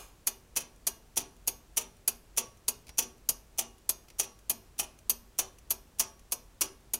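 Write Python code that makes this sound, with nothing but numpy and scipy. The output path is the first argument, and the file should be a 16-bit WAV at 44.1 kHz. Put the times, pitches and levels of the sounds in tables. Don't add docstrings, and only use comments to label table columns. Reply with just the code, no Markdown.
import sys
import numpy as np
from scipy import signal
from scipy.fft import rfft, irfft, next_fast_len
from scipy.io import wavfile
from scipy.ndimage import uniform_filter1d

SR = 44100
rng = np.random.default_rng(int(sys.argv[2]) if len(sys.argv) > 2 else 0)


def int16_out(signal):
    q = np.round(np.clip(np.atleast_2d(signal).T, -1, 1) * 32767)
    wavfile.write(sys.argv[1], SR, q.astype(np.int16))


N = 308239

# (frequency [Hz], level [dB])
HISS_COLOUR = [(12, -5), (20, -2), (59, -1), (289, -13.5), (382, -12), (519, -15.5), (811, -18),
               (2210, -25.5), (2470, -24.5), (3750, -27.5), (5380, -27.5), (5850, -27), (7520, -27.5),
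               (10500, -31), (15500, -34.5)]
RUMBLE_COLOUR = [(20, -26.5), (45, -13), (90, -20), (300, -62.5)]
# (time [s], strength [dB], first-touch boost [dB], scrape length [s], squeak level [dB])
TICK_BEATS = [(0.2693, -20, -5, 0.0037, -23), (.868, -20.5, -0.5, 0.0011, -26),
              (1.4744, -20, -4, 0.0061, -23), (2.0769, -21, 0.5, 0.0013, -20.5),
              (2.6808, -21, 1, 0.0027, -22.5), (3.2886, -21, 2.5, 0.00076, -18.5),
              (3.8914, -21.5, 1, .001, -18.5), (4.4963, -20, -3.5, .002, -19.5),
              (5.096, -20.5, 0, 0.0014, -17.5), (5.7046, -21.5, -2.5, 0.0049, -17.5),
              (6.32, -22.5, 0.5, 0.0063, -24.5), (6.935, -23, -1, 0.00093, -21.5)]
# (time [s], strength [dB], first-touch boost [dB], scrape length [s], bounce delay [s], axle level [dB])
TOCK_BEATS = [(0.5632, -19, -2, 0.0066, 0.042, -48.5), (1.1678, -19.5, -3, .008, 0.037, -53),
              (1.7698, -19, 0.5, 0.0055, 0.04, -51), (2.3742, -18.5, 1, 0.0092, 0.02, -48),
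              (2.9828, -19, 2, 0.0086, .04, -42.5), (3.584, -19.5, -2, 0.0071, .029, -51.5),
              (4.1917, -19, -5, 0.0066, .04, -46), (4.7907, -20.5, 0, .009, .04, -63),
              (5.3875, -22, 6, 0.0063, 0.029, -57), (5.996, -20, 5, 0.01, 0.027, -47),
              (6.6098, -19, 2, 0.00046, 0.034, -51.5)]
# (frequency [Hz], level [dB])
TICK_COLOUR = [(300, -20.0), (1900, -14), (2900, -5), (3300, -4), (3800, -10), (4500, 0), (5500, -5),
               (5800, 3), (7000, -5), (7600, -2), (9000, 1), (11300, 2), (13600, -7), (15700, -8)]
TOCK_COLOUR = [(300, -20.0), (1900, -11), (2900, 0), (3300, 0), (3800, -7), (4500, -1), (5500, -4),
               (5800, -3), (7000, 7), (7600, -1), (9000, 1), (11300, 3), (13600, -6), (15700, -4)]
# (frequency [Hz], width [Hz], boost [dB])
TICK_RESONANCES = [(2520.0, 120.0, 10), (5930.0, 160.0, 3), (6500.0, 240.0, 12), (6870.0, 310.0, 10),
                   (9230.0, 270.0, 7), (9910.0, 60.0, 6), (10550.0, 270.0, 9), (10900.0, 150.0, 9),
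                   (14210.0, 90.0, 10), (14540.0, 340.0, 8)]
TOCK_RESONANCES = [(2540.0, 110.0, 8), (5710.0, 90.0, 13), (5880.0, 200.0, 14), (6190.0, 210.0, 8),
                   (6460.0, 100.0, 7), (8150.0, 100.0, 5), (9230.0, 450.0, 8), (10530.0, 150.0, 8),
                   (10880.0, 110.0, 7), (13050.0, 370.0, 8), (14340.0, 430.0, 12)]
# (delay [s], level [dB], thinness [dB])
TICK_HOPS = [(0, -10, 7), (.0013, 2.5, 5), (.0052, 0, 0), (.009, -10, -10.5), (0.038, -29.5, -1.5)]
TOCK_HOPS = [(0, -3, 13.5), (.003, -4.5, -4.5), (.0065, 0, 1), (.0095, -2, -4.5), (.014, -10, 0.5),
             (.026, -19, 1)]
# (delay after the bounce [s], level [dB], thinness [dB])
BOUNCE_HOPS = [(0, -16.5, -4.5), (.006, -22.5, -7.5), (.012, -22, -8.5)]
# (frequency [Hz], level [dB])
WOOD_COLOUR = [(60, -23), (170, -11.5), (300, -8), (400, 4.5), (550, -2), (720, 1), (1200, 0), (1800, -13),
               (3000, -7.5), (6000, -26.5)]
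# (frequency [Hz], level [dB])
PING_COLOUR = [(11600, -40), (12050, 0), (12400, 0), (13000, -11), (13500, -40)]
# (frequency [Hz], level [dB], ring time [s])
CASE_TONES = [(120, -20.5, .35), (233.6, -6, 0.2), (384.4, -5, 0.22), (467.6, -12, 0.19),
              (505.3, -15, 0.033), (620, -6.5, 0.1), (684, 5.5, 0.035), (875.4, 0, 0.08), (974, 0, 0.036),
              (1238, -12, 0.076)]
TOOTH_TONES = [(12085, -33.5, 0.33), (12100, -35.5, .2), (12350, -28, .15)]
FRAME_TONES = [(1127, -8, .45), (1623, -14, .4), (2309, -13, .38), (2446, -10, .38), (2850, -8, .38),
               (3579, -11, .38), (4155, -10, .35), (4812, -13, .35), (5100, -9, .36), (5359, -10, .35),
               (6029, -8, .32), (6473, -1, .3), (8115, -13, .3), (8188, -10, .32), (9948, -10, .28),
               (10260, -7, .28), (10925, -12, .25), (11937, -10, .25), (12085, -7, .25)]
AXLE_TONES = [(5682, 0, .37)]
# (frequency [Hz], ring time [s])
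ECHO_TIMES = [(150, 0.61), (500, 0.34), (1500, 0.31), (4000, 0.26), (8000, 0.21), (15000, 0.62)]
# (frequency [Hz], level [dB])
ECHO_COLOUR = [(100, 1.5), (300, -1), (1000, -4.5), (2500, -11.5), (6000, -13), (10000, -24), (15000, -36)]
# (time of the tock [s], level [dB])
SLACK_LEVELS = [(2.4, -51), (3.0, -53), (3.6, -47), (5.4, -40.5), (6.0, -45.5), (6.6, -59)]
# (time [s], level [dB])
GEAR_SLIPS = [(2.8687, -42), (2.8818, -43), (2.8918, -32.5), (4.084, -43.5), (4.1014, -40)]
# (frequency [Hz], level [dB])
GEAR_COLOUR = [(500, -0.5), (1800, -7.0), (2600, 2.5), (3300, -10.5), (5000, 1.5), (10000, -30.0)]

TIME = np.arange(SR // 2) / SR


def amp(db):
    return 10 ** (np.asarray(db) / 20)


def unit(x):
    return x / np.sqrt(np.mean(x ** 2) + 1e-20)


def along(points, hz):
    freqs, values = np.transpose(points)
    return np.interp(np.log(hz + 1), np.log(freqs + 1), values)


def noise(colour, peaks=(), size=len(TIME)):
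    hz = np.fft.rfftfreq(size, 1 / SR)
    boost_db = sum(lift / (1 + (2 * (hz - f) / width) ** 2) for f, width, lift in peaks)
    phases = np.exp(2j * np.pi * rng.random(len(hz)))
    return unit(irfft(amp(along(colour, hz) + boost_db) * phases, size))


def fade(ring_s):
    return np.exp(-np.log(1000) * TIME / ring_s)


def ring(tones, scatter_db):
    out = np.zeros(len(TIME))
    for k, (hz, db, ring_s) in enumerate(tones):
        gain = (-1) ** k * amp(db + scatter_db * rng.standard_normal())
        out += gain * fade(ring_s) * np.sin(2 * np.pi * hz * TIME)
    return out


def add(track, s, sound):
    start = max(round(s * SR), 0)
    track[start:start + len(sound)] += sound[:max(N - start, 0)]


def background():
    air = amp(-60.5) * noise(HISS_COLOUR, size=N)
    rumble = amp(-61.5) * noise(RUMBLE_COLOUR, peaks=[(45.7, 12, 13)], size=N)
    brass = amp(-55) * ring(FRAME_TONES, scatter_db=3)
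    tock_tail = amp(-51.5) * (noise(TOCK_COLOUR) + noise(WOOD_COLOUR)) * fade(.4)
    add(air, 0, brass + tock_tail)
    return air + rumble


def contact(colour, peaks, ring_s, thin_db):
    dip = (2500, 3500, -thin_db)
    return noise(colour, [*peaks, dip]) * (fade(ring_s) + .3 * fade(.006))


def beat(bite_db, scrape_s, hops, pallet, scrape_db, ring_s):
    out = np.zeros(N)
    add(out, 0, amp(scrape_db) * noise(*pallet) * (TIME < scrape_s))
    for delay, db, thin_db in hops:
        late, hard = rng.standard_normal(2)
        hop_s = scrape_s + delay * (1 + .025 * late)
        hop_db = db + bite_db * (delay < .004) + .6 * hard
        add(out, hop_s, amp(hop_db - 3) * contact(*pallet, ring_s, thin_db))
    return out


def escapement():
    out = np.zeros(N)
    entry_pallet, exit_pallet = (TICK_COLOUR, TICK_RESONANCES), (TOCK_COLOUR, TOCK_RESONANCES)
    for s, db, bite_db, scrape_s, _ in TICK_BEATS:
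        tick = beat(bite_db, scrape_s, TICK_HOPS, entry_pallet, scrape_db=-26.5, ring_s=.055)
        add(out, s - scrape_s, amp(db) * tick)
    for s, db, bite_db, scrape_s, bounce_s, _ in TOCK_BEATS:
        hops = TOCK_HOPS + [(bounce_s + delay, *hop) for delay, *hop in BOUNCE_HOPS]
        tock = beat(bite_db, scrape_s, hops, exit_pallet, scrape_db=-24.5, ring_s=.051)
        add(out, s - scrape_s, amp(db) * tock)
    return out


def case():
    out = np.zeros(N)
    for beats, jolt_db in (TICK_BEATS, -1.5), (TOCK_BEATS, -1.26):
        for s, db, *_ in beats:
            add(out, s, amp(db + jolt_db - 27) * noise(WOOD_COLOUR) * fade(.15))
            add(out, s + .0045, amp(db + jolt_db - 18.5) * noise(WOOD_COLOUR) * fade(.072))
            add(out, s + .00412, amp(db + jolt_db - 24.5) * ring(CASE_TONES, scatter_db=.5))
    return out


def squeak(swell_s, rough):
    pitch_hz = 12250 + 450 * np.clip(TIME / swell_s - .5, 0, 1.5)
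    wobble = rough * unit(uniform_filter1d(rng.standard_normal(len(TIME)), size=90))
    swell = np.exp(-((TIME - swell_s) / .007) ** 2)
    slide = swell * np.sin(2 * np.pi * np.cumsum(pitch_hz) / SR + wobble)
    ping = noise(PING_COLOUR) * fade(.04)
    return amp(-2.5) * ping + amp(-12) * slide


def frame(tilt_db_per_octave):
    tones = [(hz, db + tilt_db_per_octave * np.log2(hz / 4000), ring_s) for hz, db, ring_s in FRAME_TONES]
    return ring(tones, scatter_db=3)


def ringing_metal():
    out = np.zeros(N)
    for s, db, *_, squeak_db in TICK_BEATS:
        teeth = squeak(swell_s=.015, rough=.5) + ring(TOOTH_TONES, scatter_db=3.5)
        add(out, s + .0006, amp(squeak_db) * teeth)
        brass = amp(db - 31) * frame(tilt_db_per_octave=2.5)
        axle = amp(-56.5) * ring(AXLE_TONES, scatter_db=0)
        add(out, s + .0044, brass + axle)
    for s, db, *_, axle_db in TOCK_BEATS:
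        brass = amp(db - 32.5) * frame(tilt_db_per_octave=-1)
        axle = amp(axle_db) * ring(AXLE_TONES, scatter_db=.5)
        add(out, s + .005, brass + axle)
    return out


def room(clock):
    out = np.zeros(N)
    edges = [0] + [round((s - .02) * SR) for s, *_ in sorted(TICK_BEATS + TOCK_BEATS)[1:]] + [N]
    build_up = 1 - np.exp(-TIME / .0014)
    for k, (start, end) in enumerate(zip(edges, edges[1:])):
        hz, t, noise_bands = signal.stft(rng.standard_normal(len(TIME)), SR, nperseg=256)
        decay = np.exp(-np.log(1000) * t / along(ECHO_TIMES, hz)[:, None])
        energy = np.mean(decay ** 2, axis=1) * len(TIME)
        decay *= (amp(along(ECHO_COLOUR, hz)) / np.sqrt(energy))[:, None]
        tail = signal.istft(noise_bands * decay, SR, nperseg=256)[1][:len(TIME)] * build_up
        echo_db = -1.5 + 3.95 * (k % 2)
        add(out, start / SR + .004, amp(echo_db) * signal.fftconvolve(clock[start:end], tail))
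    return out


def gears():
    out = np.zeros(N)
    slack = [(s + .198, np.interp(s, *np.transpose(SLACK_LEVELS)), -28) for s, *_ in TOCK_BEATS]
    slips = [(s, db, 0) for s, db in GEAR_SLIPS]
    for s, db, ring_db in slack + slips:
        click = contact(TOCK_COLOUR, TOCK_RESONANCES, ring_s=.036, thin_db=-6.5)
        wheel = noise(GEAR_COLOUR) * fade(.045)
        axle = amp(-24) * ring(AXLE_TONES, scatter_db=6.5)
        add(out, s, amp(db - 10.5) * (click + amp(ring_db) * (wheel + axle)))
    return out


def scene():
    clock = escapement() + ringing_metal() + case() + gears()
    return (clock + room(clock) + background())[None]


def record(dry):
    top_hz = 15800
    size = next_fast_len(N + SR // 2)
    hz = np.fft.rfftfreq(size, 1 / SR)
    return irfft(rfft(dry, size) / np.sqrt(1 + (hz / top_hz) ** 200), size)[:, :N]


dry = scene()
out = record(dry)
int16_out(out)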